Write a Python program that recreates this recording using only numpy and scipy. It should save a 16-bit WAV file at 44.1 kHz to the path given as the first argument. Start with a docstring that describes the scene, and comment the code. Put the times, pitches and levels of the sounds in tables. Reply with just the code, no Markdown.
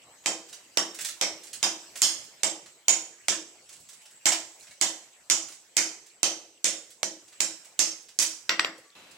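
"""A faint tone slides down as a hand hammer begins to flatten a red-hot steel loop on a round stake under a shed roof.
Each blow is a noise crack plus damped modes; diffuse reverberation turns it into a bright wash, with a low thud.
Between blows the bar rattles in bursts of filtered grit, knocks as damped tones, and loose scale hisses.
Near the end the cold shank clinks three times, then a broad noise wash sets in abruptly and sinks.
Distant yard noise and a fluttering narrow band of insects, both filtered noise, last throughout."""
import sys
import numpy as np
from scipy import signal
from scipy.fft import rfft, irfft, next_fast_len
from scipy.io import wavfile
from scipy.ndimage import uniform_filter1d

SR = 44100
rng = np.random.default_rng(int(sys.argv[2]) if len(sys.argv) > 2 else 0)


def digitize_waveform(pressure):
    """Quantize a signal to 16-bit integers and store it at the path in sys.argv[1].

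    Rows of a 2-D input are taken as channels; values are limited to [-1, 1].
    """
    field = np.atleast_2d(pressure).T
    bounded = np.clip(field, -1, 1)
    quanta = np.round(bounded * 32767).astype(np.int16)
    wavfile.write(sys.argv[1], SR, quanta)


N = 404397
SPAN = 24576  # longest single response, in samples
LOW_CUT_HZ = 150

# The bar rattles and scrapes on the stake. Each row: start in seconds, level in dB, brightness in dB per octave.
RATTLE_EVENTS = [(0.487, -46, -0.5), (0.527, -39, -0.7), (0.944, -38.5, 2), (0.987, -32, -1.5),
                 (1.007, -31.5, 2.5), (1.046, -26, 2.2), (1.085, -32.5, 0), (1.4332, -42.5, 3),
                 (1.467, -44.5, 1), (1.5301, -33, 1.5), (1.9551, -34, -1), (1.9705, -38.5, 7),
                 (3.3209, -30, -5.5), (3.69, -45, 0.6), (3.726, -45, 0.5), (3.8, -51.5, 5),
                 (3.8876, -43.5, 1.5), (3.929, -47.5, 0.6), (4.015, -53, 2), (4.3185, -21, -3.5),
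                 (4.596, -48.5, 3.5), (4.6259, -48, -0.7), (4.668, -48, -4), (4.708, -47, -2.5),
                 (5.483, -42, -1), (5.519, -43.5, 0.5), (5.644, -68, 3), (6.903, -47.5, 3),
                 (7.278, -51.5, -1), (7.645, -47.5, 0.6), (8.0218, -53.5, 3), (8.2207, -22.5, 0.5),
                 (8.778, -55, 7)]
# Spectrum of grit and scale. Each row: frequency in Hz, relative level in dB.
GRIT_SPECTRUM = [(350, -57), (600, -8), (814, -15.5), (1720, -6.5), (2210, -4.5), (7800, -1),
                 (15200, -21.5), (15800, -8), (16500, -68)]


def blows():
    """Impact on hot steel: a brighter blow glances off harder steel, with less thud and a longer wash."""
    # Each row: start in seconds, crack energy in dB, wash level in dB, clang centre in Hz,
    # brightness in dB per octave.
    blow_rows = [(0.26, 6, -26, 7260, -0.5), (0.773, 11, -25.5, 3150, -1.86), (1.213, 7, -25.5, 5420, 0),
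                 (1.629, 5, -22.5, 5250, 0.5), (2.019, 10.5, -22, 3160, 5.5), (2.434, 8, -26.5, 7560, 0),
                 (2.883, 14, -23, 6750, 1.5), (3.284, 9.5, -25, 6890, -0.5), (4.257, 10.5, -20.5, 7240, 1),
                 (4.813, 7, -23, 7000, 1.5), (5.3, 10.5, -25, 6380, 2.5), (5.768, 10, -21.5, 5985, 2.5),
                 (6.231, 10.5, -24, 5460, 1), (6.644, 7.5, -24, 6740, 2.5), (7.031, 7, -31, 5870, -1),
                 (7.405, 9, -26.5, 7120, 3), (7.792, 9, -24, 6230, 3), (8.189, 8.5, -22.5, 6340, 6)]
    # Spectrum of the hot blow. Each row: frequency in Hz, relative level in dB.
    hot_spectrum = [(59, -41), (100, -15), (262, -16.5), (331, 2), (376, -7.5), (655, -4.5), (1680, -11),
                    (2210, -4), (2800, -8.5), (7170, -7), (13600, -33), (15100, -38), (16500, -60)]
    # Modes of hammer and stake. Each row: frequency in Hz, relative level in dB, undamped t60 in seconds.
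    stake_modes = [(2040, -17, 0.44), (2218, -6, 0.36), (4150, -9, 0.15), (5030, -5, 0.63),
                   (5180, 3.5, 0.16), (5547, 9.5, 0.34), (6000, -19, 0.14), (5960, 10, 0.15),
                   (6306, 6, 0.26), (6200, -19, 0.15), (6770, 10.5, 0.14), (7000, -12, 0.14),
                   (7200, -19, .22), (7380, 0, 0.14), (7470, -0.5, 0.27), (7640, -13, 0.19),
                   (8170, -11, 0.14), (8470, -8, 0.12), (9300, -5, 0.098), (9600, -23, 0.18),
                   (10360, -18, 0.13), (11700, -19, 0.15), (13200, -27, .15)]
    events = []
    for s, crack_db, wash_db, centre_hz, bright in blow_rows:
        thud_db = -10 - 0.9 * bright
        thud_db += 0.44 * (wash_db + 23.5)  # a weaker blow thuds less
        loop_db = wash_db - 11.5
        decay = 0.96 + 0.053 * bright  # factor on the shed's decay times
        events.append((s, crack_db, wash_db, thud_db, loop_db, centre_hz, bright, decay))
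    return strikes(events, hot_spectrum, stake_modes, ring_db=-4.5, damping=0.13,
                   direct_ring_db=21, scatter_db=5)


def clinks():
    """Modal ringing of cold steel: the shank drops and bounces, ringing around the same centre each time."""
    # Each row: start in seconds, crack energy in dB, wash level in dB, thud level in dB,
    # brightness in dB per octave.
    clink_rows = [(8.494, 11, -22, -12, 2), (8.595, 12, -26, -16, 0.1), (8.647, 4.5, -32, -17.5, -1.8)]
    # Spectrum of the cold impact. Each row: frequency in Hz, relative level in dB.
    cold_spectrum = [(59, -46), (100, -8), (324, -6), (1680, -2.5), (1990, -1.5), (2520, -1.5), (4680, -8),
                     (7480, -22), (11000, -55), (13600, -35), (16500, -88)]
    # Modes of cold flat steel. Each row: frequency in Hz, relative level in dB, undamped t60 in seconds.
    shank_modes = [(1480, -19, 0.16), (1800, -13, 0.098), (1950, -0.5, 0.18), (1980, -4, 0.087),
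                   (2510, -14, .1), (2860, -20, 0.13), (3270, -15, .12), (3780, -8, .15), (4730, 3, 0.16),
                   (4870, -6, 0.2), (5630, 0.5, 0.21), (7300, -1, 0.28), (8080, -6, 0.21),
                   (9200, -12.5, 0.19), (12220, -24, .15), (13200, -16, .2)]
    centre_hz, decay = 1970, 0.66
    events = [(s, crack_db, wash_db, thud_db, wash_db - 24, centre_hz, bright, decay)
              for s, crack_db, wash_db, thud_db, bright in clink_rows]
    return strikes(events, cold_spectrum, shank_modes, ring_db=-6.5, damping=0.4,
                   direct_ring_db=29.5, scatter_db=3.0)


def strikes(events, spectrum, modes, ring_db, damping, direct_ring_db, scatter_db):
    """Superposition of paths: crack and ring arrive directly, ring and clang through the shed, thud below."""
    # Modes of the bent bar. Each row: frequency in Hz, relative level in dB, undamped t60 in seconds.
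    loop_modes = [(2684, -7, 0.24), (2780, -32, 0.16), (3168, 9, 0.19), (3420, -5, 0.16), (3645, 5, 0.25)]
    track = np.zeros((2, N + 2 * SPAN))
    for s, crack_db, wash_db, thud_db, loop_db, centre_hz, bright, decay in events:
        struck = emphasised(modes, centre_hz)
        ring = amp(wash_db + ring_db) * ringing(struck, damping, scatter_db)
        ring += amp(loop_db) * ringing(loop_modes, 0.21, scatter_db=2.5)
        # first touch comes 1 ms ahead, so the full blow falls on s
        add(track, s - .001, amp(crack_db) * crack(spectrum, bright + 2.5))
        add(track, s, amp(direct_ring_db) * ring[None])

        into_shed = ring.copy()
        shock = clang(spectrum, bright, centre_hz)
        into_shed[:len(shock)] += amp(wash_db) * shock
        wash = signal.fftconvolve(shed(decay, build_s=.009), into_shed[None], axes=1)
        add(track, s, wash)
        add(track, s, amp(thud_db) * thud())
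    return track[:, :N]


def crack(spectrum, tilt_db):
    """Impulsive contact noise: each arrival is a sharp onset decaying with a 0.5 ms time constant."""
    # First touch, full blow, then floor and nearest post answer. Each row: delay in seconds, level in dB.
    arrivals = [(0, -18), (.001, 0), (.0026, -4), (.004, -11)]
    t = np.arange(1024) / SR
    shape = sum(amp(db) * (t >= delay) * np.exp(-np.abs(t - delay) / .0005) for delay, db in arrivals)
    contact = noise_pair(1024, flat) * shape
    contact /= np.linalg.norm(contact)
    return signal.fftconvolve(contact, causal(spectrum, tilt_db)[None], axes=1)


def clang(spectrum, tilt_db, centre_hz):
    """High modal density acts as decaying noise: a plain shock with countless short modes of the steel."""
    t = np.arange(1024) / SR
    shiver = rng.standard_normal(len(t)) * amp(-60 * t / 0.017)  # t60 of 17 ms, new at each strike
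    shiver /= np.linalg.norm(shiver)
    shiver[0] += 1.4  # the plain shock
    shiver /= np.linalg.norm(shiver)
    return signal.fftconvolve(causal(spectrum, tilt_db, centre_hz, lift_db=4.5), shiver)


def emphasised(modes, centre_hz):
    """Selective excitation: modes near the clang centre are struck up to 8 dB harder."""
    return [(hz, db + 8 * np.exp(-(np.log2(hz / centre_hz) / 0.16) ** 2), t60) for hz, db, t60 in modes]


def ringing(modes, damping, scatter_db):
    """Modal synthesis: damped sines start together, with scattered strengths and pitches; energy about 1."""
    hz, db, t60 = np.transpose(modes)[:, :, None]
    t = np.arange(SPAN // 3) / SR
    t60 = damping * t60
    energy = np.sum(amp(2 * db) * t60) * SR / (4 * np.log(1000))
    size = amp(db) / np.sqrt(energy)
    size = size * amp(rng.normal(0, scatter_db, hz.shape))
    hz = hz * (1 + 0.0014 * scatter_db * rng.standard_normal(hz.shape))
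    return np.sum(size * amp(-60 * t / t60) * np.sin(2 * np.pi * hz * t), axis=0)


def thud():
    """Discrete reflections: the footing knocks, and walls return it with a softened start."""
    # Modes of the stake's footing. Each row: frequency in Hz, relative level in dB, undamped t60 in seconds.
    footing_modes = [(193.4, -3, 0.089), (257, -15.5, 0.18), (322.9, 0.5, 0.17), (472.4, -15.5, 0.2),
                     (548.4, -4.5, 0.097), (650.5, -2, 0.067)]
    # Returns from the walls. Each row: delay in seconds, level in dB relative to the knock.
    wall_returns = [(.017, 6), (.037, 4), (.0767, -1), (.095, -5), (.13, -7), (.19, -17), (.24, -27)]
    knock = ringing(footing_modes, 0.93, scatter_db=0.73)
    soft = knock * (1 - np.exp(-np.arange(len(knock)) / SR / 0.0039))
    sound = np.zeros((2, SPAN))
    add(sound, 0, knock[None])
    for delay, db in wall_returns:
        add(sound, delay, amp(db) * soft[None])
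    return sound


def shed(decay, build_s, count=SPAN):
    """Diffuse reverberation: echoes thicken, then each frequency dies exponentially at its own speed."""
    # Decay of the shed before the decay factor. Each row: frequency in Hz, t60 in seconds.
    shed_decay = [(100, 0.96), (300, 1), (700, 0.42), (1800, 0.28), (5000, 0.31), (9000, 0.25),
                  (14000, 0.19)]

    def gain(hz, s):
        diffuse = hz ** 2 / (hz ** 2 + 520 ** 2)  # the bass comes back in a few plain echoes instead
        early = amp(-60 * s / (decay * along(shed_decay, hz)))
        late = amp(-16.5) * amp(-60 * s / 0.66)  # a weak, slower answer from the yard
        return diffuse * (early + late)

    build_up = np.clip(np.arange(count) / SR / build_s, 0, 1) ** 1.4
    return noise_pair(count, gain) * build_up


def rattles():
    """Friction noise: bar and scale scrape in short bursts of grit, heard directly and through the shed."""
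    track, t = np.zeros((2, N + 2 * SPAN)), np.arange(4096) / SR
    chances = rng.random((round(1.5 * N / SR), 3))  # 1.5 faint rattles per second, at chance times
    faint = [(u * N / SR, -54 + 8 * v, 8 * w - 4) for u, v, w in chances]
    for s, db, tilt_db in RATTLE_EVENTS + faint:
        envelope = np.exp(-t / .011) * (1 - np.exp(-t / 0.0019))  # decay and rise in seconds
        grit = rng.standard_normal(len(t)) * envelope
        grit = signal.fftconvolve(grit, causal(GRIT_SPECTRUM, tilt_db))
        room = shed(0.78, build_s=0.0036, count=SPAN // 2) * amp(-27.0)
        room[:, 0] += 1  # the direct path
        add(track, s, amp(db) * signal.fftconvolve(room, grit[None], axes=1))
    return track[:, :N]


def ticks():
    """Single-mode decay: each small ping or knock of the shifting bar is one damped tone."""
    # Each row: start in seconds, frequency in Hz, level in dB, t60 in seconds.
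    tick_rows = [(4.02, 867, -62.5, 0.38), (4.609, 4160, -42, 0.022), (4.712, 2230, -51, 0.16),
                 (4.807, 4430, -33, .01), (6.1, 4300, -52.5, 0.047), (6.577, 2800, -48, .015),
                 (8.78, 4500, -48, 0.025), (8.785, 522, -39.5, 0.041), (8.85, 1150, -64, .6),
                 (8.903, 4200, -29, 0.0036)]
    track, t = np.zeros((2, N + SPAN)), np.arange(SPAN // 2) / SR
    for s, hz, db, t60 in tick_rows:
        envelope = amp(db - 60 * t / t60) * (1 - np.exp(-t / 0.001))
        add(track, s, (envelope * np.sin(2 * np.pi * hz * t))[None])
    return track[:, :N]


def scale_hiss():
    """Broadband friction noise: thin, patchy hiss whose level follows the loose scale."""
    hiss = coloured(noise_pair(N, flat, patchy_db=5.5),
                    lambda hz: amp(along(GRIT_SPECTRUM, hz)) * hz / (hz + 6000))
    return scale_level() * unit(hiss)


def scale_level():
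    """Power addition of swells: scale hisses while the bar is shifted about, around every listed rattle."""
    t = np.arange(0, N / SR, .01)
    s, db, _ = np.transpose(RATTLE_EVENTS)[:, :, None]
    peak_db = -69 + 0.12 * (db + 40)  # -69 dB beside a rattle of -40 dB
    swells = amp(peak_db) * np.exp(-((t - s) / 0.15) ** 2)
    level = np.sqrt(np.sum(swells ** 2, axis=0)) + amp(-80)  # the last term is the hiss at rest
    return np.interp(np.arange(N) / SR, t, level)


def fading():
    """Exponential decay of filtered noise: a broad wash starts at once and sinks."""
    # Start in seconds, starting level in dB, slope in dB per second.
    fade_course = (8.952, -51.5, -16)
    # Spectrum of the wash. Each row: frequency in Hz, relative level in dB.
    wash_spectrum = [(35, -39), (60, -15), (326, -7.5), (2140, -8), (2700, -5.5), (13000, -25.5),
                     (16500, -36)]
    # Brighter bands in it. 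Each row: centre in Hz, Gaussian half-width in Hz, lift in dB.
    bright_bands = [(2660, 92, 5), (4000, 120, 8)]
    start, db, db_per_s = fade_course
    t = np.arange(N) / SR - start

    def response(f):
        lift = sum(up_db * np.exp(-((f - hz) / width_hz) ** 2) for hz, width_hz, up_db in bright_bands)
        return amp(along(wash_spectrum, f) + lift)

    wash = unit(coloured(noise_pair(N, flat), response))
    return (t > 0) * amp(db + db_per_s * np.maximum(t, 0)) * wash


def whistle():
    """Phase is the integral of frequency: one faint tone, already under way at the opening, slides down."""
    # Start in seconds, end in seconds, first frequency in Hz, last frequency in Hz, level in dB.
    glide = (-1, .235, 4052, 800, -77)
    start, end, from_hz, to_hz, db = glide
    u = np.clip((np.arange(N) / SR - start) / (end - start), 0, 1)
    envelope = amp(db) * np.sqrt(np.abs(np.sin(np.pi * u)))
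    phase = 2 * np.pi * np.cumsum(from_hz + (to_hz - from_hz) * u) / SR
    return envelope * np.sin(phase)


def yard():
    """Subtractive synthesis: distant noise and a narrow, fluttering band of insects are shaped from noise."""
    # Each row: time in seconds, yard level in dB, insect level in dB.
    yard_levels = [(0, -57.5, -65), (1.4, -53.5, -70), (2.07, -52.5, -65), (2.81, -60.5, -66),
                   (3.52, -59, -62), (4.26, -59.5, -59), (5.0, -58.5, -66), (5.87, -62, -59),
                   (6.61, -62.5, -72), (7.69, -57.5, -65), (8.25, -66.5, -77.5), (8.5, -61.5, -67),
                   (9.17, -62.5, -73)]
    # Spectrum of the yard noise. Each row: frequency in Hz, relative level in dB.
    air_spectrum = [(15, -65), (25, -27), (111, -10), (389, -8), (687, -6), (1280, -9.5), (2150, -6.5),
                    (2530, -8), (2980, -6), (3410, -10.5), (6920, -9), (7920, -2.5), (9080, -19.5),
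                    (15200, -22), (16500, -47)]
    # Band of the insects: centre in Hz, Gaussian half-width in Hz.
    insect_band = (7740, 430)
    s, yard_db, insects_db = np.transpose(yard_levels)
    t = np.arange(N) / SR
    far = unit(coloured(noise_pair(N, flat, patchy_db=4.0), lambda hz: amp(along(air_spectrum, hz))))
    centre_hz, width_hz = insect_band
    insects = unit(coloured(noise_pair(N, flat, patchy_db=5.5),
                            lambda hz: np.exp(-((hz - centre_hz) / width_hz) ** 2)))
    return amp(np.interp(t, s, yard_db)) * far + amp(np.interp(t, s, insects_db)) * insects


def noise_pair(count, gain, patchy_db=0):
    """Interchannel coherence: mid and side noise mix to a set likeness per frequency, times gain(Hz, s)."""
    # Left-right likeness. Each row: frequency in Hz, correlation from 0 to 1.
    likeness = [(60, 0.88), (130, 1.0), (290, 1), (640, 0.86), (1410, 0.52), (3100, 0.019), (6820, 0.28),
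                (15000, 0.096)]
    hz, t, z = signal.stft(rng.standard_normal((2, count)), SR, nperseg=256)
    field = uniform_filter1d(rng.standard_normal(z.shape[1:]), size=3, axis=0)
    field = uniform_filter1d(field, size=16, axis=1)  # patches in frequency and time
    turn = np.arccos(np.clip(along(likeness, hz), -1, 1))[:, None] / 2
    weights = np.array([np.cos(turn), np.sin(turn)])
    mid, side = z * weights * gain(hz[:, None], t) * amp(patchy_db * unit(field))
    return signal.istft(np.array([mid + side, mid - side]), SR, nperseg=256)[1][:, :count]


def flat(hz, s):
    """White noise has the same gain at every frequency and time."""
    return 1


def causal(spectrum, tilt_db=0, centre_hz=4000, lift_db=0):
    """Minimum phase by folding the cepstrum: an impulse of energy 1, tilted about 4 kHz, lifted at a centre."""
    hz = np.fft.rfftfreq(2048, 1 / SR)
    db = along(spectrum, hz) + tilt_db * np.log2((hz + 50) / 4000)
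    db += lift_db * np.exp(-(np.log2((hz + 1) / centre_hz) / 0.31) ** 2)
    cepstrum = irfft(np.log(amp(np.maximum(db, -70))))
    cepstrum[1:1024] *= 2
    cepstrum[1025:] = 0
    pulse = irfft(np.exp(rfft(cepstrum)))
    return pulse / np.linalg.norm(pulse)


def coloured(x, response):
    """Linear filtering: the spectrum of x is multiplied by a response of frequency."""
    m = next_fast_len(N + SR // 4)
    return irfft(rfft(x, m) * response(np.fft.rfftfreq(m, 1 / SR)), m)[..., :N]


def low_cut(hz, order):
    """High-pass response: cascaded first-order sections thin the deep bass."""
    return (1j * hz / (LOW_CUT_HZ + 1j * hz)) ** order


def along(points, hz):
    """Logarithmic frequency scale: (Hz, value) points are interpolated on it."""
    f, v = np.transpose(points)
    return np.interp(np.log(hz + 1), np.log(f + 1), v)


def amp(db):
    """Decibel law: 20 dB is a factor of ten in amplitude."""
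    return 10 ** (np.asarray(db) / 20)


def unit(x):
    """Root-mean-square normalisation to 1."""
    return x / np.sqrt(np.mean(x ** 2) + 1e-20)


def add(track, s, sound):
    """Superposition: a sound is summed into the track at s seconds."""
    start = round(s * SR)
    track[:, start:start + sound.shape[1]] += sound


def scene():
    """Superposition of all sources, with a level difference between the channels for the stake's position."""
    # The stake stands right of the axis. Each row: frequency in Hz, left minus right level in dB.
    lean = [(60, -4), (110, -0.5), (200, 0.5), (380, -0.5), (700, 1), (1290, 0.5), (2380, 0), (4400, -2),
            (8120, -11.5), (15000, 0.5)]
    forge = coloured(blows() + rattles() + ticks(), lambda hz: amp(np.outer([.5, -.5], along(lean, hz))))
    # a low cut at the microphone thins the deep bass of all metal sounds
    metal = coloured(forge + clinks(), lambda hz: low_cut(hz, 3))
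    return metal + scale_hiss() + fading() + whistle() + yard()


def record(dry):
    """Soft saturation rounds off the loudest cracks but spares the deep bass; a band limit ends the treble."""
    shaved = dry - dry / (1 + np.abs(dry / .72) ** 4) ** (1 / 4)
    rounded = dry - coloured(shaved, lambda hz: low_cut(hz, 2))
    return coloured(rounded, lambda hz: hz < 16900)


dry = scene()
out = record(dry)
digitize_waveform(out)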